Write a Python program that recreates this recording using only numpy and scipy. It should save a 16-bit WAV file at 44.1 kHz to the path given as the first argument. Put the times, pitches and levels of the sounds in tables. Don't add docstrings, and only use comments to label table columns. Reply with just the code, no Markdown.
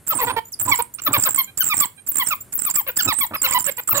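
import sys
import numpy as np
from scipy import signal
from scipy.fft import rfft, irfft
from scipy.io import wavfile
from scipy.ndimage import uniform_filter1d

SR = 44100
rng = np.random.default_rng(int(sys.argv[2]) if len(sys.argv) > 2 else 0)


def log_audio(samples):
    frames = np.atleast_2d(samples).T
    limited = np.clip(frames, -1, 1)
    pcm = np.round(limited * 32767).astype(np.int16)
    wavfile.write(sys.argv[1], SR, pcm)


N = 176400

TOP_HZ = 15750
FAR_RIGHT_DB, RIGHT_DB = -28, -7


def undb(db):
    return 10 ** (np.asarray(db) / 20)


def unit(x):
    return x / np.sqrt(np.mean(x ** 2) + 1e-18)


def wobble(n, hz):
    steps = np.arange(n) * hz / SR
    return 1.2 * np.interp(steps, np.arange(8192), rng.standard_normal(8192))


def colour(x, points):
    hz, db = np.array(points).T
    f = np.maximum(np.arange(len(x) // 2 + 1) * SR / len(x), 1)
    return unit(irfft(rfft(x) * undb(np.interp(np.log(f), np.log(hz), db)), len(x)))


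def gate(t, length, attack_s, release_s):
    rise = np.clip(t / attack_s + .5, 0, 1)
    fall = np.clip((length - t) / release_s + .5, 0, 1)
    return np.sin(np.pi / 2 * rise * fall) ** 2


def pan(x, db):
    g = undb(db)
    return np.array([g * x, x]) * np.sqrt(2 / (1 + g ** 2))


def add(out, start, x):
    i = int(round(start * SR))
    a, b = max(i, 0), min(i + x.shape[-1], N)
    if b > a:
        out[..., a:b] += x[..., a - i:b - i]


def span(length):
    return np.arange(-SR // 100, int(length * SR) + SR // 100) / SR


def phase_of(hz):
    return 2 * np.pi * np.cumsum(hz) / SR


# frequency in Hz, relative level in dB.
WIND_TONE = [(15, -29), (25, -15), (82, 16), (970, -6), (1530, -5), (3930, -15.5), (5730, -18),
             (8580, -4.5), (12200, -6), (15500, -34.5)]


def wind(level_db=-51.5, gust_db=1.5):
    shared = rng.standard_normal(N)
    air = np.array([colour(shared + 0.5 * rng.standard_normal(N), WIND_TONE) for _ in range(2)])
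    return air * undb(level_db + gust_db * wobble(N, 4.47))


# time of the leap in seconds, arch length in
# seconds, arch top in Hz, arch level in dB, arch pan in dB, lead-in length in seconds, its starting
# pitch in Hz, its level in dB, tail length in seconds, tail level in dB.
SYLLABLES = [(0.086, 0.033, 15240, -18.5, 1, 0.019, 8600, -24, 0.043, -26),
             (0.21, 0.037, 14900, -21.5, 10, 0.04, 9000, -22.5, 0.026, -26.5),
             (0.62, 0.029, 14100, -19.5, 6, 0.029, 9500, -24, 0.026, -26.5),
             (0.718, 0.028, 14900, -23.5, 12, 0.039, 8200, -21.5, 0.034, -23),
             (0.783, 0.039, 14200, -28, 6, 0.0086, 7750, -25, 0.0033, -15.5),
             (1.049, 0.04, 15200, -19, 8, 0.032, 7720, -32, 0.0053, -37),
             (1.138, 0.041, 15430, -19.5, 10, 0.017, 7970, -19.5, 0.042, -23.5),
             (1.254, 0.032, 15250, -18, 11, 0.043, 9300, -18, 0.048, -21.5),
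             (1.38, 0.046, 13400, -17, 0, 0.036, 9400, -19, 0.021, -30.5),
             (1.591, 0.039, 15170, -16.5, 9, 0.018, 8220, -25, 0.03, -21),
             (1.696, 0.043, 15300, -26, 14, 0.041, 7860, -21, 0.036, -22),
             (1.812, 0.035, 15100, -18, 5, 0.035, 8930, -17.5, 0.014, -25),
             (2.082, 0.036, 15100, -20, 2, 0.017, 8150, -29.5, 0.028, -23.5),
             (2.191, 0.05, 15500, -23.5, 10, 0.039, 9740, -19, 0.02, -22.5),
             (2.305, 0.055, 16400, -24.5, 15, 0.041, 9300, -20, 0.012, -38.5),
             (2.538, 0.041, 15250, -21.5, 10, 0.015, 8530, -25.5, 0.028, -23.5),
             (2.655, 0.039, 14540, -23, 12, 0.041, 9300, -20, 0.025, -22.5),
             (2.769, 0.04, 14960, -18, 10, 0.03, 9060, -19, 0.0089, -25),
             (2.874, 0.039, 15200, -25, 8, 0.009, 8000, -67, 0.0068, -33),
             (2.979, 0.0356, 15750, -20.5, 14, 0.0196, 7730, -18, 0.053, -21),
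             (3.091, 0.036, 15800, -26, 17, 0.012, 7300, -25, 0.015, -21),
             (3.207, 0.056, 15300, -19.5, 11, 0.022, 8670, -20.5, 0.011, -30.5),
             (3.341, 0.028, 13800, -30, 6, 0.0086, 8000, -63, 0.011, -35),
             (3.437, 0.036, 15040, -20.5, 14, 0.021, 7960, -19, 0.041, -24),
             (3.544, 0.041, 15500, -22.5, 6, 0.036, 9000, -23, 0.043, -24),
             (3.671, 0.037, 12800, -24.5, -7, 0.028, 8820, -17.5, 0.018, -33),
             (3.778, 0.03, 14000, -26, 6, 0.011, 8000, -33.5, 0.03, -39),
             (3.891, 0.048, 15350, -16.5, 5, 0.016, 8160, -23.5, 0.045, -24),
             (3.994, 0.058, 15200, -20, 1, 0.027, 7380, -20, 0.01, -29)]
# frequency in Hz, relative level in dB.
RUMBLE_AND_BREATH = [(30, -40), (95, 8.5), (320, 4), (520, -7), (1400, 3), (2500, -4), (4000, -11.5),
                     (6200, -13.5), (7500, 2.5), (10500, -6), (15000, 3.5)]


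def twitters(folds, dip_hz=7224, tail_hz=7457, dip_s=0.00678, leap_s=0.00845, shoulder=0.89):
    low, high, effort = np.zeros((2, N)), np.zeros((2, N)), np.zeros(N)
    for leap, arch, top_hz, arch_db, arch_pan, lead, lead_hz, lead_db, tail, tail_db in SYLLABLES:
        t = span(lead + arch + tail) - lead
        n = len(t)
        first_half = t < arch / 2
        dip = dip_hz + (lead_hz - dip_hz) * np.clip((-t - dip_s) / max(lead - dip_s, .008), 0, 1) ** 2
        crest = top_hz * (1 - (1 - shoulder) * np.minimum((2 * t / arch - 1) ** 2, 2))
        up = (1 + np.tanh(2 * t / leap_s)) * (1 + np.tanh(2 * (arch - t) / leap_s)) / 4
        hz = np.where(first_half, dip, tail_hz) * (1 - up) + crest * up
        waver = 0.0159 * wobble(n, 820) + .02 * wobble(n, 170)
        arch_jitter = .06 * rng.random() * up * wobble(n, 1500)
        phase = phase_of(hz * (1 + waver + arch_jitter))
        rasp = wobble(n, 1900) * np.sin(phase) + wobble(n, 1800) * np.cos(phase)
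        tone = np.sin(phase) + .38 * (.5 + up / 2) * rasp

        fade = np.sqrt(2) * gate(t + lead, lead + arch + tail, 0.003, 0.012)
        flutter = 1.5 * np.tanh(wobble(n, 287.5))
        drop_db = -6.5 * (t > arch / 2)
        low_db = np.where(first_half, lead_db, tail_db) + drop_db * up
        low_level = fade * (1 - up ** 2) * undb(low_db) * unit(undb(6 * flutter))
        high_level = fade * up ** 2 * undb(arch_db + drop_db * (1.5 - up)) * unit(undb(3.5 * flutter))

        octave = low_level * undb(-6.5) * np.sin(2 * phase) * np.clip((9000 - hz) / 1000, 0, 1)
        crack = np.clip(wobble(n, 80), 0, 2) * (1 - up) ** 4
        undertone = low_level * undb(-16) * np.sin(phase * 2 / 3) * crack
        low_voice = pan(low_level * tone, FAR_RIGHT_DB) + pan(octave, arch_pan)
        add(low, leap + t[0], low_voice + pan(undertone, RIGHT_DB))
        add(high, leap + t[0], pan(high_level * tone, arch_pan))
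        add(effort, leap + t[0], uniform_filter1d(low_level + 0.18 * high_level, size=200))
    rumble_and_breath = np.array([colour(rng.standard_normal(N), RUMBLE_AND_BREATH) for _ in range(2)])
    return low + high * (1 + 2 * undb(-5) * folds) + undb(-9.5) * effort * rumble_and_breath


# start in seconds, length in seconds, first and last pitch in Hz, relative level in dB,
# then the levels of the overtones and of the in-between tones, in dB compared with the main tone.
YIP_CALLS = [(0.104, 0.037, 1356, 822, -25.5, -10.5, -12.5), (.985, 0.02, 1383, 1225, -42, 7, -9),
             (0.187, 0.067, 1032, 872, -25, -17.5, -7), (0.269, 0.049, 945, 956, -24.5, -12, -4),
             (0.364, 0.032, 914, 903, -23, -13, -6), (0.677, 0.034, 1003, 930, -23, -34, -21),
             (0.715, 0.037, 1112, 907, -23, -5, -27), (0.789, 0.025, 948, 930, -21, -17.5, -9),
             (1.064, 0.021, 1289, 1065, -21, -4.5, -10), (1.134, 0.041, 1191, 936, -21.5, -7, -6),
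             (1.255, 0.038, 1260, 863, -28, 2.5, -3), (1.378, 0.037, 1074, 982, -26, -0.5, -32),
             (1.604, 0.027, 1616, 1154, -28.5, -5, -22), (1.698, 0.048, 1258, 890, -27, -3, -36),
             (1.809, 0.044, 1189, 883, -25.5, -3.5, -22.5), (2.195, 0.039, 1111, 915, -27.5, -3, -19.5),
             (2.306, 0.036, 1340, 980, -24.5, -4.5, -19.5), (2.662, 0.039, 1233, 914, -33, -1.5, -24),
             (2.769, 0.048, 1159, 830, -34.5, -2, -29), (2.865, 0.043, 1130, 1030, -42.5, 1, 9),
             (2.988, 0.028, 1707, 1245, -26, 2.5, -14), (3.077, 0.056, 1300, 837, -25.5, -0.5, -28),
             (3.21, 0.044, 1130, 856, -28, -4, -51), (3.336, 0.031, 1269, 1070, -30, -1, -7),
             (3.435, 0.11, 1069, 1110, -33.5, -5.5, -8), (3.44, 0.038, 1443, 808, -30.5, -0.5, -21),
             (3.545, 0.038, 1025, 930, -17.5, -0.5, -41), (3.668, 0.036, 1090, 1060, -40.5, 7, 10.5),
             (3.779, 0.027, 959, 960, -38, -6, 5), (3.887, 0.01, 1270, 1010, -25, -24, -14),
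             (3.912, 0.026, 1338, 880, -28, -4, -27), (3.943, 0.064, 1094, 1030, -29.5, -26, 0.5)]
# relative levels in dB at 2, 3, .. times the pitch.
YIP_OVERTONES = [0.5, -3.5, -10.5, -18, -50]
# relative levels in dB at 0.5, 1.5, .. times the pitch.
BREAK_TONES = [-4.5, -4.5, -5, -10.5, -22]
# frequency in Hz, relative level in dB.
BREATH_TONE = [(200, -6.5), (600, -31), (1000, -13), (2200, -8.5), (4500, -10), (6500, -27), (9000, -15.5),
               (15000, -14)]


def yips(gain_db=4.5, swell_db=4):
    out, folds, breath_level = np.zeros((3, N))
    for start, length, first_hz, last_hz, db, over_db, break_db in YIP_CALLS:
        t = span(length)
        n = len(t)
        broken = min(undb(break_db), .6)
        hz = first_hz + (last_hz - first_hz) * np.clip(t / length, 0, 1.1) ** 2.435
        jitter = 0.005 * (1 + 6 * np.clip(t / length, 0, 1) ** 2) + 0.094 * broken
        phase = phase_of(hz * (1 + jitter * wobble(n, 711) + 0.0193 * wobble(n, 107.2)))
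        mouth = undb(swell_db * wobble(n, 58.2))
        overtones = sum(undb(level + swell_db * wobble(n, 47)) * (1 - broken / 2) ** k
                        * np.sin((k + 2) * phase) for k, level in enumerate(YIP_OVERTONES))
        between = sum(undb(level + swell_db * wobble(n, 58)) * np.cos((k + .5) * phase)
                      for k, level in enumerate(BREAK_TONES))
        edge = undb(over_db) * mouth * overtones + undb(break_db) * between
        voice = np.sin(phase) + gate(t, length - .003, 0.041, 0.0093) * edge
        fade = gate(t, length, 0.0069, 0.0094)
        flicker_db = (1 + 2 * broken) * wobble(n, 494)
        add(out, start + t[0], voice * fade * undb(db + gain_db + flicker_db))
        add(breath_level, start + t[0], fade * undb(db) * (1 + 1.5 * undb(break_db)))
        add(folds, start + t[0], fade * np.sin(phase))
    breath = undb(-13) * breath_level * colour(rng.standard_normal(N), BREATH_TONE)
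    return pan(out + breath, RIGHT_DB), folds


# start in seconds, length in seconds, relative level in dB.
GRUNT_CALLS = [(0.148, 0.031, -32), (0.245, 0.052, -35), (0.317, 0.038, -31.5), (0.612, 0.028, -38),
               (0.655, 0.076, -32), (1.085, 0.041, -25.5), (1.178, 0.016, -26), (1.777, 0.034, -41),
               (3.056, 0.041, -29.5), (3.308, 0.038, -33), (3.905, 0.075, -35.5)]
# frequency in Hz, relative level in dB.
THROAT_TONE = [(40, -99), (100, 9), (190, -6), (290, 3.5), (420, -10), (900, -6), (1600, -11.5),
               (5000, -48)]


def grunts(pulse_hz=112, gain_db=0.5):
    level = np.zeros(N)
    for start, length, db in GRUNT_CALLS:
        t = span(length)
        add(level, start + t[0], gate(t, length, 0.0064, 0.024) * undb(db + gain_db))
    cycles = np.floor(np.cumsum(pulse_hz * (1 + .17 * wobble(N, 90))) / SR)
    pulses = np.diff(cycles, prepend=0) * undb(5.1 * wobble(N, 120))
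    noise = 0.059 * rng.standard_normal(N)
    return pan(level * colour(pulses + noise, THROAT_TONE), db=-2)


# start in seconds, length in seconds, first and last pitch in Hz, level in dB.
WHISTLE_CALLS = [(0.15, 0.024, 9900, 8100, -22.5), (0.272, 0.085, 7600, 9350, -30.5),
                 (0.451, 0.04, 6870, 7130, -42.5), (0.52, 0.026, 8200, 4800, -30),
                 (3.364, 0.044, 5300, 4800, -38.5), (1.964, 0.063, 8540, 8860, -45.5),
                 (2.406, 0.023, 6900, 7650, -31), (.94, 0.022, 6840, 9500, -28),
                 (3.15, 0.049, 7930, 8550, -19), (3.612, 0.02, 8900, 9500, -28)]


def whistles():
    out = np.zeros((2, N))
    for start, length, first_hz, last_hz, db in WHISTLE_CALLS:
        t = span(length)
        glide = np.sin(np.pi / 2 * np.clip(t / length, 0, 1))
        hz = (first_hz + (last_hz - first_hz) * glide) * (1 + 0.0047 * wobble(len(t), 700))
        phase = phase_of(hz)
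        level = gate(t, length, .006, .01) * undb(db + 3 * wobble(len(t), 250))
        octave = undb(1) * np.sin(2 * phase) * (hz < TOP_HZ / 2)
        add(out, start + t[0], pan(level * np.sin(phase), FAR_RIGHT_DB) + pan(level * octave, db=8))
    return out


# start in seconds, length in seconds, pitch in Hz, relative level in dB.
WHINE_CALLS = [(1.475, 0.03, 795, -50), (1.978, 0.023, 800, -54)]


def whines():
    out = np.zeros(N)
    gains = undb([-9, 5.5, 7.5, 3.5, 2.5])
    for start, length, hz, db in WHINE_CALLS:
        t = span(length)
        phase = phase_of(hz * (1 + 0.0065 * wobble(len(t), 360)))
        voice = sum(gain * np.sin(k * phase) for k, gain in enumerate(gains, 1))
        add(out, start + t[0], voice * gate(t, length, 0.013, 0.017) * undb(db))
    return pan(out, RIGHT_DB)


def ground_echo(x, echo_s=0.22, echo_db=-15, bounce_s=.0035, bounce_db=-19.5):
    t = np.arange(SR // 2) / SR
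    fade = np.exp(-np.log(1000) * t / echo_s) * np.minimum(t / 0.003, 1)
    scatter = rng.standard_normal((2, len(t))) * fade
    scatter /= np.sqrt(np.sum(scatter ** 2, axis=1, keepdims=True))
    blended = x + 0.11 * x[::-1]
    out = x + undb(echo_db) * signal.fftconvolve(blended, scatter, axes=1)[:, :N]
    add(out, bounce_s, undb(bounce_db) * x)
    return out


def scene(left_delay_s=.00014):
    yipping, folds = yips()
    left, right = ground_echo(yipping + twitters(folds) + whistles() + whines() + grunts())
    late_left = np.zeros(N)
    add(late_left, left_delay_s, left)
    return np.array([late_left, right]) + wind()


def record(dry):
    return signal.sosfilt(signal.ellip(12, .2, 80, TOP_HZ, fs=SR, output="sos"), dry)


dry = scene()
out = record(dry)
log_audio(out)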